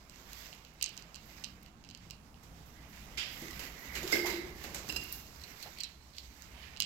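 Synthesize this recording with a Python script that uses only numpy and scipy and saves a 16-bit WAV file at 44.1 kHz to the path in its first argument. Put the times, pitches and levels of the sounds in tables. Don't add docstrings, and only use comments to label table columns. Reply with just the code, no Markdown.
import sys
import numpy as np
from scipy import signal
from scipy.fft import rfft, irfft, next_fast_len
from scipy.io import wavfile
from scipy.ndimage import uniform_filter1d, map_coordinates

SR = 44100
rng = np.random.default_rng(int(sys.argv[2]) if len(sys.argv) > 2 else 0)


def undo_db(level):
    steps = np.asarray(level, float) / 20
    return 10 ** steps


def dump(signal):
    limited = np.clip(np.atleast_2d(signal).T, -1, 1)
    pcm = np.round(limited * 32767).astype(np.int16)
    wavfile.write(sys.argv[1], SR, pcm)


N = 302085


def unit(x):
    return x / np.sqrt(np.mean(x ** 2) + 1e-20)


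def along(points, hz):
    f, v = np.transpose(points)
    return np.interp(np.log(hz + 1), np.log(f + 1), v)


def curves(rows):
    s, *cols = np.transpose(rows)
    return [np.interp(np.arange(N) / SR, s, c) for c in cols]


def wobble(rate):
    knots = rng.standard_normal(int(N * rate / SR) + 4)
    return map_coordinates(knots, [np.arange(N) * rate / SR])


def filtered(x, response):
    m = next_fast_len(x.shape[-1] + 8192)
    spectrum = rfft(x, m) * response(np.fft.rfftfreq(m, 1 / SR))
    return irfft(spectrum, m)[..., :x.shape[-1]]


def modes(rows, f):
    total = 0
    for k, (pitch_hz, width_hz, db) in enumerate(rows):
        loss = 1j * f * abs(width_hz)
        total = total + (-1) ** k * undo_db(db) * loss / (pitch_hz * pitch_hz - f * f + loss + 1)
    return total


# pitch_hz, likeness (1 = same, 0 = unrelated)
LIKENESS = [(60, 0.91), (200, 0.88), (400, 0.81), (650, 0.5), (1650, -0.12), (4970, -0.18), (15000, 0.0034)]


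def diffuse(pair):
    def mid_and_side(hz):
        turn = np.arccos(np.clip(along(LIKENESS, hz), -1, 1)) / 2
        return np.array([np.cos(turn), np.sin(turn)])
    mid, side = filtered(pair, mid_and_side)
    return np.array([mid + side, mid - side])


def rush(spectrum, patchy_db):
    z = signal.stft(rng.standard_normal((2, N)), nperseg=512)[2]
    field = uniform_filter1d(rng.standard_normal(z.shape[1:]), size=6, axis=0)
    field = uniform_filter1d(field, size=10, axis=1)
    pair = signal.istft(z * undo_db(patchy_db * unit(field)), nperseg=512)[1][:, :N]
    return unit(filtered(diffuse(pair), lambda hz: undo_db(along(spectrum, hz))))


# pitch_hz, time_to_fall_60_db_s
HALL_DECAY = [(150, 0.29), (400, 0.65), (2000, 0.54), (5000, 0.39), (12000, 0.18)]


def hall(size, shorter, build_s):
    hz, t, z = signal.stft(diffuse(rng.standard_normal((2, size))), SR, nperseg=256)
    decay = undo_db(-60 * t / (shorter * along(HALL_DECAY, hz)[:, None]))
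    tail = signal.istft(z * decay, SR, nperseg=256)[1][:, :size]
    tail = tail * (1 - np.exp(-np.arange(size) / SR / build_s))
    return tail / np.linalg.norm(tail[1])


def in_hall(dry, wet_db, shorter, build_s):
    tail = hall(SR // 2, shorter, build_s)
    return dry + undo_db(wet_db) * signal.fftconvolve(dry, tail, axes=1)[:, :N]


def add(track, s, sound):
    start = round(s * SR)
    track[:, start:start + sound.shape[1]] += sound


# time_s, level_db, pitch_ratio
DRONE_DRIFT = [
    (0, -62, .86),
    (1.8, -64.5, .88),
    (2.6, -58.5, .86),
    (3.8, -56, .88),
    (5.0, -53, 1.02),
    (5.5, -59.5, .97),
    (6.85, -58.5, 1.02),
]
# pitch_hz, level_db
DRONE_COLOUR = [(25, -40), (34, -16), (42, -9), (51, -4), (59, 1), (67, -4), (80, -13), (95, -15),
                (130, -40)]


def drone():
    level_db, ratio = curves(DRONE_DRIFT)
    read = np.cumsum(ratio) * (N - 1) / ratio.sum()
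    steady = rush(DRONE_COLOUR, patchy_db=.8)
    drifting = np.array([np.interp(read, np.arange(N), side) for side in steady])
    return undo_db(level_db + 1.5 * wobble(5)) * drifting


# full_speed_s, level_db, length_s, sole_over_cloth_db
LEG_STROKES = [(0.384, -55, 0.52, 0.5), (0.97, -61.5, 0.26, 3), (1.37, -61, 0.73, 1),
               (2.073, -67.5, 0.31, 0.5), (2.61, -65, 1, 0), (3.016, -62.5, 0.54, 2.5),
               (3.4, -53.5, 0.52, -1.5), (3.636, -52, 0.31, 1.5), (3.982, -52, 0.34, 1.5),
               (4.158, -41, 0.18, 1.5), (4.32, -51, 0.28, 2), (4.66, -55, 0.4, 0), (4.915, -52, 0.17, -1),
               (5.075, -53.5, 0.6, -3.5), (5.517, -58.5, 0.21, 3), (5.643, -56.5, 0.56, -2.5),
               (6.192, -59, 0.1, -9), (6.39, -61, 0.66, -15), (6.647, -64.5, 0.9, 6.5)]


def movement():
    drop_db, rise_share = 10, 0.55
    t, cloth, sole = np.arange(N) / SR, undo_db(-96), undo_db(-86)
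    for s, db, length, sole_db in LEG_STROKES:
        before, after = (s - t) / rise_share, (t - s) / (1 - rise_share)
        away = np.where(t < s, before, after) / abs(length)
        stroke = undo_db(db - drop_db * away)
        cloth, sole = np.hypot(cloth, stroke), np.hypot(sole, undo_db(sole_db) * stroke)
    return 20 * np.log10(cloth), 20 * np.log10(sole)


# time_s, level_db
RUMBLE_LEVEL = [
    (0, -65.5),
    (.8, -66.5),
    (1.3, -62),
    (3.9, -59.5),
    (5.0, -59),
    (5.5, -66),
    (6.3, -68.5),
    (6.85, -62.5),
]
# pitch_hz, level_db
RUMBLE_COLOUR = [(70, 1), (105, 1.5), (150, 6), (200, 3.5), (270, -3), (340, -8), (500, -55)]
AIR_COLOUR = [(250, 5), (400, 0), (560, -3), (800, -1), (1200, 0.5), (1700, -5), (2500, -47)]


def building_air():
    (rumble_db,) = curves(RUMBLE_LEVEL)
    lag_s = 0.35
    stir_db = uniform_filter1d(movement()[1], size=int(lag_s * SR))
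    air_db = -62.5 + .5 * (stir_db - stir_db.mean()) + 0.44 * (rumble_db - rumble_db.mean())
    rumble = undo_db(rumble_db + 1.5) * rush(RUMBLE_COLOUR, patchy_db=1.2)
    return rumble + undo_db(air_db + 1.5) * rush(AIR_COLOUR, patchy_db=1.1)


# pitch_hz, level_db
SCRAPE_COLOUR = [(900, -25.5), (1500, -3), (2100, 1.5), (3000, -2.5), (3800, -7.5), (5500, -52)]
RUSTLE_COLOUR = [(2500, -27), (3700, -1.5), (5000, 1), (6500, -1), (7800, -5), (8800, -23), (10500, -50)]
FIZZ_COLOUR = [(8500, -38), (9700, -13), (10400, -12), (11500, -1), (13000, 3), (14500, -1.5),
               (15700, -5.5)]


def scuffs():
    rustle_db, scrape_db = movement()
    knee_db = -55
    fizz_db = rustle_db - 1.5 - 0.6 * np.maximum(knee_db - rustle_db, 0)
    grain = 1.84 * wobble(30) + 1.2 * wobble(300)
    side_db = np.array([[-4], [.3]])
    scrape = undo_db(scrape_db + 0.62 * grain + side_db) * rush(SCRAPE_COLOUR, patchy_db=1.5)
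    rustle = undo_db(rustle_db + .9 * grain) * rush(RUSTLE_COLOUR, patchy_db=1.2)
    fizz = undo_db(fizz_db + .6 * grain) * rush(FIZZ_COLOUR, patchy_db=.3)
    return scrape + rustle + fizz


# start_s, peak_db, time_to_fall_60_db_s
CLOTH_BRUSHES = [
    (1.2486, -59.5, 0.96),
    (2.4294, -67, 0.5),
    (2.6544, -60, 0.61),
    (2.8844, -61, 0.92),
    (3.3204, -50, 0.33),
    (3.7853, -53, 0.94),
    (4.2592, -39.5, 0.38),
    (5.121, -40, 0.39),
    (5.3562, -64, 0.71),
]


def brushes():
    t, level = np.arange(N) / SR, 0
    for s, db, t60 in CLOTH_BRUSHES:
        onset = np.clip((t - s) / 0.0069, 0, 1)
        level = level + undo_db(db - 3.0 - 60 * abs(t - s) / t60) * onset
    return level * (rush(FIZZ_COLOUR, patchy_db=.4) + undo_db(-7) * rush(RUSTLE_COLOUR, patchy_db=.6))


def skid():
    start_s, long_s, pitch_hz, rise_ratio = 4.235, .05, 600, 2.2
    u = np.clip((np.arange(N) / SR - start_s) / long_s, 0, 1)
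    chirp = np.sin(2 * np.pi * np.cumsum(pitch_hz * rise_ratio ** u) / SR)
    tone = chirp * np.sin(np.pi * u) * undo_db(-50) * (1 + 1.5 * wobble(500))
    return in_hall(tone[None], wet_db=-3.0, shorter=0.69, build_s=0.0021)


def grind(rows, ring, density, wet_db):
    s, db = np.transpose(rows)
    level = undo_db(np.interp(np.arange(N) / SR, s, db, left=-120, right=-120))
    slips = (rng.random((2, N)) < density) * rng.standard_normal((2, N)) * undo_db(5 * wobble(40))
    steep = lambda f: modes(ring, f) * modes([(ring[0][0], 1500, 0)], f)
    return in_hall(level * unit(filtered(slips, steep)), wet_db, shorter=0.99, build_s=0.0019)


# time_s, level_db
DRAG_LEVEL = [
    (2.75, -78),
    (3.1, -68),
    (3.35, -59),
    (3.53, -58),
    (3.62, -64),
    (3.75, -66),
    (3.79, -53),
    (3.92, -53),
    (3.96, -51),
    (4.1, -58),
]


def slab_drag():
    return grind(DRAG_LEVEL, [(1960, 150, 0), (2200, 170, -2)], density=.015, wet_db=-3)


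# time_s, level_db
CRUMB_LEVEL = [(5.76, -88), (5.8, -51), (5.815, -66), (5.83, -63), (5.845, -53), (5.9, -66), (6.05, -77),
               (6.13, -75), (6.15, -55), (6.185, -56), (6.21, -74)]
# time_s, level_db
PEBBLE_LEVEL = [
    (5.83, -84),
    (5.85, -67),
    (5.95, -74),
    (6.05, -84),
]


def crumbs_and_pebble():
    crumb_ring = [(4100, 500, -2), (4700, 520, -12), (2900, 900, 6), (5700, 810, -3)]
    crumbs = grind(CRUMB_LEVEL, crumb_ring, density=0.049, wet_db=-6)
    return crumbs + grind(PEBBLE_LEVEL, [(4100, 50, 0)], density=0.0074, wet_db=-1)


# time_s, level_db
TWIST_LEVEL = [
    (6.5, -78),
    (6.6, -59),
    (6.66, -51.5),
    (6.71, -76),
]


def sole_twist():
    ring = [(3060, 910, -2), (1820, 290, 5.5), (4430, 910, -0.5)]
    return grind(TWIST_LEVEL, ring, density=0.035, wet_db=-2.5)


# pitch_hz, level_db
CRUNCH_COLOUR = [(700, -33), (1500, -5.5), (2500, -3), (5000, -0.5), (7500, 1.5), (9200, -16),
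                 (10500, -9.5), (12500, -1.5), (15700, -13)]


def knocks(events, ring, low, direct_db, level_db, thud_gain_db, shorter):
    out, size = np.zeros((2, N + SR)), SR
    t = np.arange(size) / SR
    for s, db, thud_db, body_db, ring_db in events:
        blow = diffuse(rng.standard_normal((2, size))) * undo_db(-60 * t / 0.057) * (1 - np.exp(-t / 0.0001))
        wave = undo_db(direct_db) * blow / np.linalg.norm(blow[1]) + hall(size, shorter, build_s=0.003)
        lasting = wave + undo_db(-1.5) * hall(size, 1.63 * shorter, build_s=0.0026)
        crunch = filtered(wave, lambda f: undo_db(along(CRUNCH_COLOUR, f)))
        top = crunch + undo_db(ring_db) * filtered(lasting, lambda f: modes(ring, f))
        body = filtered(wave, lambda f: modes([(775, 2200, 0)], f) ** 2)
        thud = filtered(lasting, lambda f: modes(low, f) * modes([(304, 2400, 0)], f))
        top, body, thud = [p / np.linalg.norm(p, axis=1)[:, None] for p in (top, body, thud)]
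        mix = top + undo_db(body_db - 4.5) * body + undo_db(thud_db + thud_gain_db) * thud
        add(out, s, undo_db(db + level_db) * mix)
    return out[:, :N]


# pitch_hz, width_hz, level_db
RUBBLE_KNOCKS = [
    (2.4312, -56, -14, -24, -25),
    (2.929, -51.5, -15, -8, 9),
    (3.4174, -49.5, 9, -30, -15),
    (3.5927, -39.5, -7, -11, 1),
    (3.9532, -34, -9, -21, 6.5),
    (4.2589, -32.5, -18, -25, 2),
    (4.6398, -41, -3, -2, 3),
    (4.744, -37, -14, -4, -36),
    (4.7799, -46, -11, -22, -26),
    (5.1186, -50, -10, -16, -10),
]
RUBBLE_RING = [(2160, 980, -0.5), (3150, 360, -12), (5750, 880, -34), (7500, 1200, -14)]
FLOOR_THUD = [(166, 112, 1.5), (337, 106, 4)]


def rubble():
    return knocks(RUBBLE_KNOCKS, RUBBLE_RING, FLOOR_THUD, direct_db=-6.5, level_db=27.0,
                  thud_gain_db=-2.0, shorter=1.0)


LUMP_KNOCKS = [
    (3.173, -30, -39, -50, 3.4),
    (3.177, -28.5, -34, -48, 5),
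    (3.195, -37.5, -30, -50, 5),
    (3.245, -42, -30, -50, 6),
]
LUMP_RING = [(2330, 1320, 10), (3260, 860, 16.4), (4100, 540, 11), (4900, 470, 14.6), (7300, 170, 0.71)]


def lump():
    return knocks(LUMP_KNOCKS, LUMP_RING, FLOOR_THUD, direct_db=-7.0, level_db=25.0,
                  thud_gain_db=4.0, shorter=1.0)


HEEL_KNOCK = [
    (5.657, -55, 4, 16, -6),
]


def heel():
    return knocks(HEEL_KNOCK, RUBBLE_RING, FLOOR_THUD, direct_db=0, level_db=21, thud_gain_db=0, shorter=.35)


SLAB_KNOCKS = [
    (4.031, -39.5, 1, -17, 7.6),
    (4.0766, -40, -36, -21, 4.6),
    (4.1195, -34, -20, -23, 13),
    (4.1235, -18.5, -10.5, -16.5, 28),
    (4.1899, -37, -26, -40, 30),
]
SLAB_RING = [(1550, 90, -13), (1680, 60, -13), (1930, 50, -15), (2065, 50, -1), (2122, 45, 4),
             (2180, 50, 0), (4960, 280, -8), (5490, 90, -13), (7100, 250, -20)]
SLAB_GAP = [(216, 25, -10.5), (351.5, 20.2, 5.5), (395, 33, -6), (432, 23, -4)]


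def slab():
    return knocks(SLAB_KNOCKS, SLAB_RING, SLAB_GAP, direct_db=2.5, level_db=24, thud_gain_db=5.0, shorter=1.09)


SETTLE_KNOCKS = [
    (4.2146, -39, -8, -31, 22),
    (4.262, -32, -15, -10, 19),
    (4.3, -32.5, -7, -22, 18),
    (4.3785, -45.5, 2.5, -10, 22),
]
SETTLED_RING = [(1650, 72, -9), (2046, 80, 4), (2230, 91, -3), (3950, 350, -5.5), (4950, 300, -8.5),
                (7160, 300, -10)]
SETTLED_GAP = [(215, 36, -12), (345.5, 18.5, 3), (393, 75, -9)]


def slab_settles():
    return knocks(SETTLE_KNOCKS, SETTLED_RING, SETTLED_GAP, direct_db=0, level_db=24.5,
                  thud_gain_db=5.5, shorter=1.13)


SHARD_KNOCKS = [
    (4.8884, -36.5, -14, -28, 5.3),
    (4.8945, -27, -24.5, -13, 30),
    (4.9234, -38.5, -13.5, -5, 13),
    (4.961, -24.5, -27.5, -15, 23),
    (4.967, -38, -16, -27, 7.6),
]
SHARD_RING = [(2530, 70, -12), (2790, 75, 1.5), (4150, 120, -13), (5000, 120, -4), (5160, 150, -9),
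              (7550, 150, -13)]


def shard():
    return knocks(SHARD_KNOCKS, SHARD_RING, FLOOR_THUD, direct_db=8.0, level_db=20.5,
                  thud_gain_db=10.5, shorter=1.28)


WALL_ANSWER = [1, -2.5, -9, -12]


def grit(events, chips, shorter, left_db, middle_db, edge=8, crack_s=.0045):
    out, size = np.zeros((2, N + SR)), SR // 5
    t = np.arange(size) / SR
    lead = 14
    for s, level_db, tilt_db, fizz_db in events:
        levels = level_db + np.array([-tilt_db / 2, middle_db, tilt_db / 2, fizz_db])
        pan_db = rng.normal(0, 2)
        crack = rng.standard_normal((2, size)) * undo_db(-60 * t / crack_s)
        crack[:, 0] += edge
        crumbs = (rng.random(size) < .003) * rng.standard_normal(size) * undo_db(-12 - 60 * t / .15)
        late = np.linalg.norm(crack[1]) * (crumbs + .5 * hall(size, shorter, build_s=.003))
        late[1], crack[1] = np.roll(late[1], lead), np.roll(crack[1], lead)
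        side_db = np.array([[pan_db + left_db], [0]])
        for db, group, walls_db in zip(levels, chips, WALL_ANSWER):
            group = [(hz * rng.normal(1, .02), w, g + rng.normal(0, 2)) for hz, w, g in group]
            steep = lambda f: modes(group, f) * modes([(group[0][0], .9 * group[0][0], 0)], f)
            near, far = filtered(np.array([crack, late]), steep)
            snap = (near + undo_db(walls_db) * far) / np.linalg.norm(near[1])
            add(out, s - lead / SR, undo_db(db + 15.5 + side_db) * snap)
    return out[:, :N]


# pitch_hz, width_hz, level_db
CHIP_RING = [
    [(2886, 380, 0)],
    [(3880, 510, -3), (4960, 890, -0.5)],
    [(5970, 410, -3.5), (6520, 300, 0.5), (7770, 480, -2.5)],
    [(11450, 4600, 1.5), (14600, 2300, 5.5)],
]
# start_s, level_db, high_over_low_chips_db, fizz_over_level_db
DRY_TICKS = [(.551, -66, 6, 10), (3.316, -66, 6, 16), (3.397, -60, 6, 12), (3.419, -58, 0, 8),
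             (3.5, -65, 4, 9), (3.532, -52, -6, 1), (3.594, -46, -12, 4), (3.604, -49, -7, 5),
             (3.954, -43, -8, -12), (4.077, -40, -4, -1), (4.64, -45, 4, -3), (4.747, -43.5, 14, -6),
             (4.925, -43, 6, -6), (5.04, -57, 6, 13), (5.126, -60, 4, 27), (5.889, -70, 8, 9)]


def ticks():
    return grit(DRY_TICKS, CHIP_RING, shorter=0.6, left_db=6, middle_db=4, edge=2.6, crack_s=.008)


# pitch_hz, width_hz, level_db
CHIP_RING_ASIDE = [
    [(2900, 1200, 0)],
    [(4120, 260, 0.5), (4650, 420, -2)],
    [(5600, 500, 1), (6530, 2800, -12), (7300, 600, -2)],
    [(11900, 2200, -19), (14300, 1400, -20)],
]
SNAPS_ASIDE = [(5.3603, -58, 10, 3), (5.3968, -56, 8, -15), (5.4156, -51, 4, -5), (5.4372, -45, 5, -10),
               (5.6266, -43.5, 2, 1), (5.6338, -49.5, -18, -8), (5.7744, -61.5, -31, -26),
               (5.7857, -46.5, -9, -1), (5.8039, -37, 8, -20), (5.8085, -39.5, -2, -4),
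               (5.8346, -36, 11, -13), (5.8414, -41, 10, -20), (5.8483, -49, -13, -24),
               (6.1359, -60, -1, -9), (6.1667, -55, 4, -11), (6.1831, -43, 7, -12), (6.1985, -62, 7, -6)]


def grit_aside():
    return grit(SNAPS_ASIDE, CHIP_RING_ASIDE, shorter=0.52, left_db=5.5, middle_db=6.0,
                edge=3.5, crack_s=0.016)


SNAPS_UNDERFOOT = [(.0969, -51, 10, -3), (.1072, -66.5, -9, -20), (.1595, -56, 12, -24),
                   (.3321, -46, 6, 4), (.5289, -50.5, -20, -5), (.6494, -51.5, 0, -5),
                   (.6828, -73, 7, 12), (.7376, -72, 16, 13), (.7435, -73, -6, 12),
                   (.8039, -59, -16, -14), (.8123, -39.5, -4, -22), (.825, -32.5, -5, 2),
                   (.8272, -28.5, 14, -4), (.8415, -36, 24, -22), (.8612, -34, 3, -18),
                   (.8922, -46.5, 4, -3), (.9681, -50, 9, -30), (.9764, -42, 9, -9),
                   (1.0237, -49, 3, -14), (1.1449, -45, 3, -24), (1.1543, -48, 3, -11),
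                   (1.1588, -44.5, 4, -5),
                   (1.4393, -40, -2, -20), (1.4437, -34, 2, -21), (1.627, -61, 3, 0), (1.6315, -67, 9, 18),
               (1.662, -55, -8, -4), (1.8398, -54, -2, -29), (1.8484, -55.5, -5, -19),
               (1.8897, -49, 3, -21), (1.901, -51, 0, -9), (1.911, -49.5, -1, -17), (1.949, -44.5, -1, -14),
               (1.975, -56, 4, -2), (2.101, -49, -1, -13), (2.1086, -42, 5, -6), (2.3433, -62.5, -17, -24),
               (3.483, -47.5, 5, -21), (3.5098, -50, 13, 3),
                   (6.4218, -50.5, 16, 3), (6.7643, -48, -10, -24), (6.7723, -44, -2, -16),
                   (6.778, -51, -10, -17), (6.797, -55, 8, -16), (6.8027, -25, -1, -2),
                   (6.8095, -43, 15, -17), (6.8147, -51, 3, -9), (6.8221, -27, -2, -20),
                   (6.8275, -55, -14, -24), (6.831, -42, 6, -18), (6.8366, -52, -5, -16)]


def grit_underfoot():
    snaps = SNAPS_UNDERFOOT
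    return grit(snaps, CHIP_RING, shorter=0.62, left_db=-1.5, middle_db=2.5)


def scene():
    background = drone() + building_air()
    walker = scuffs() + brushes()
    dragged = skid() + slab_drag() + crumbs_and_pebble() + sole_twist()
    knocking = rubble() + lump() + heel() + slab() + slab_settles() + shard()
    return background + walker + dragged + knocking + ticks() + grit_aside() + grit_underfoot()


def roll_off(x):
    return signal.sosfilt(signal.butter(12, 16820, fs=SR, output="sos"), x)


# pitch_hz, left_minus_right_db
LEFT_COLOUR = [(300, -1.5), (600, -1.5), (1200, -9.5), (1800, -11.5), (2800, -13), (4200, -14.5),
               (6500, -21), (8200, -3.5), (9500, -34), (10800, -0.5), (12500, -10), (15500, -9)]
# pitch_hz, level_db
PORT_COLOUR = [(300, 1.5), (700, 6), (1500, 3.5)]


def record(dry):
    def ports(hz):
        colour = undo_db(along(PORT_COLOUR, hz) + [along(LEFT_COLOUR, hz), 0 * hz])
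        return colour * np.where(hz < 15850, 1, undo_db(-26)) * (hz < 16600)
    return roll_off(filtered(dry, ports))


dry = scene()
out = record(dry)
dump(out)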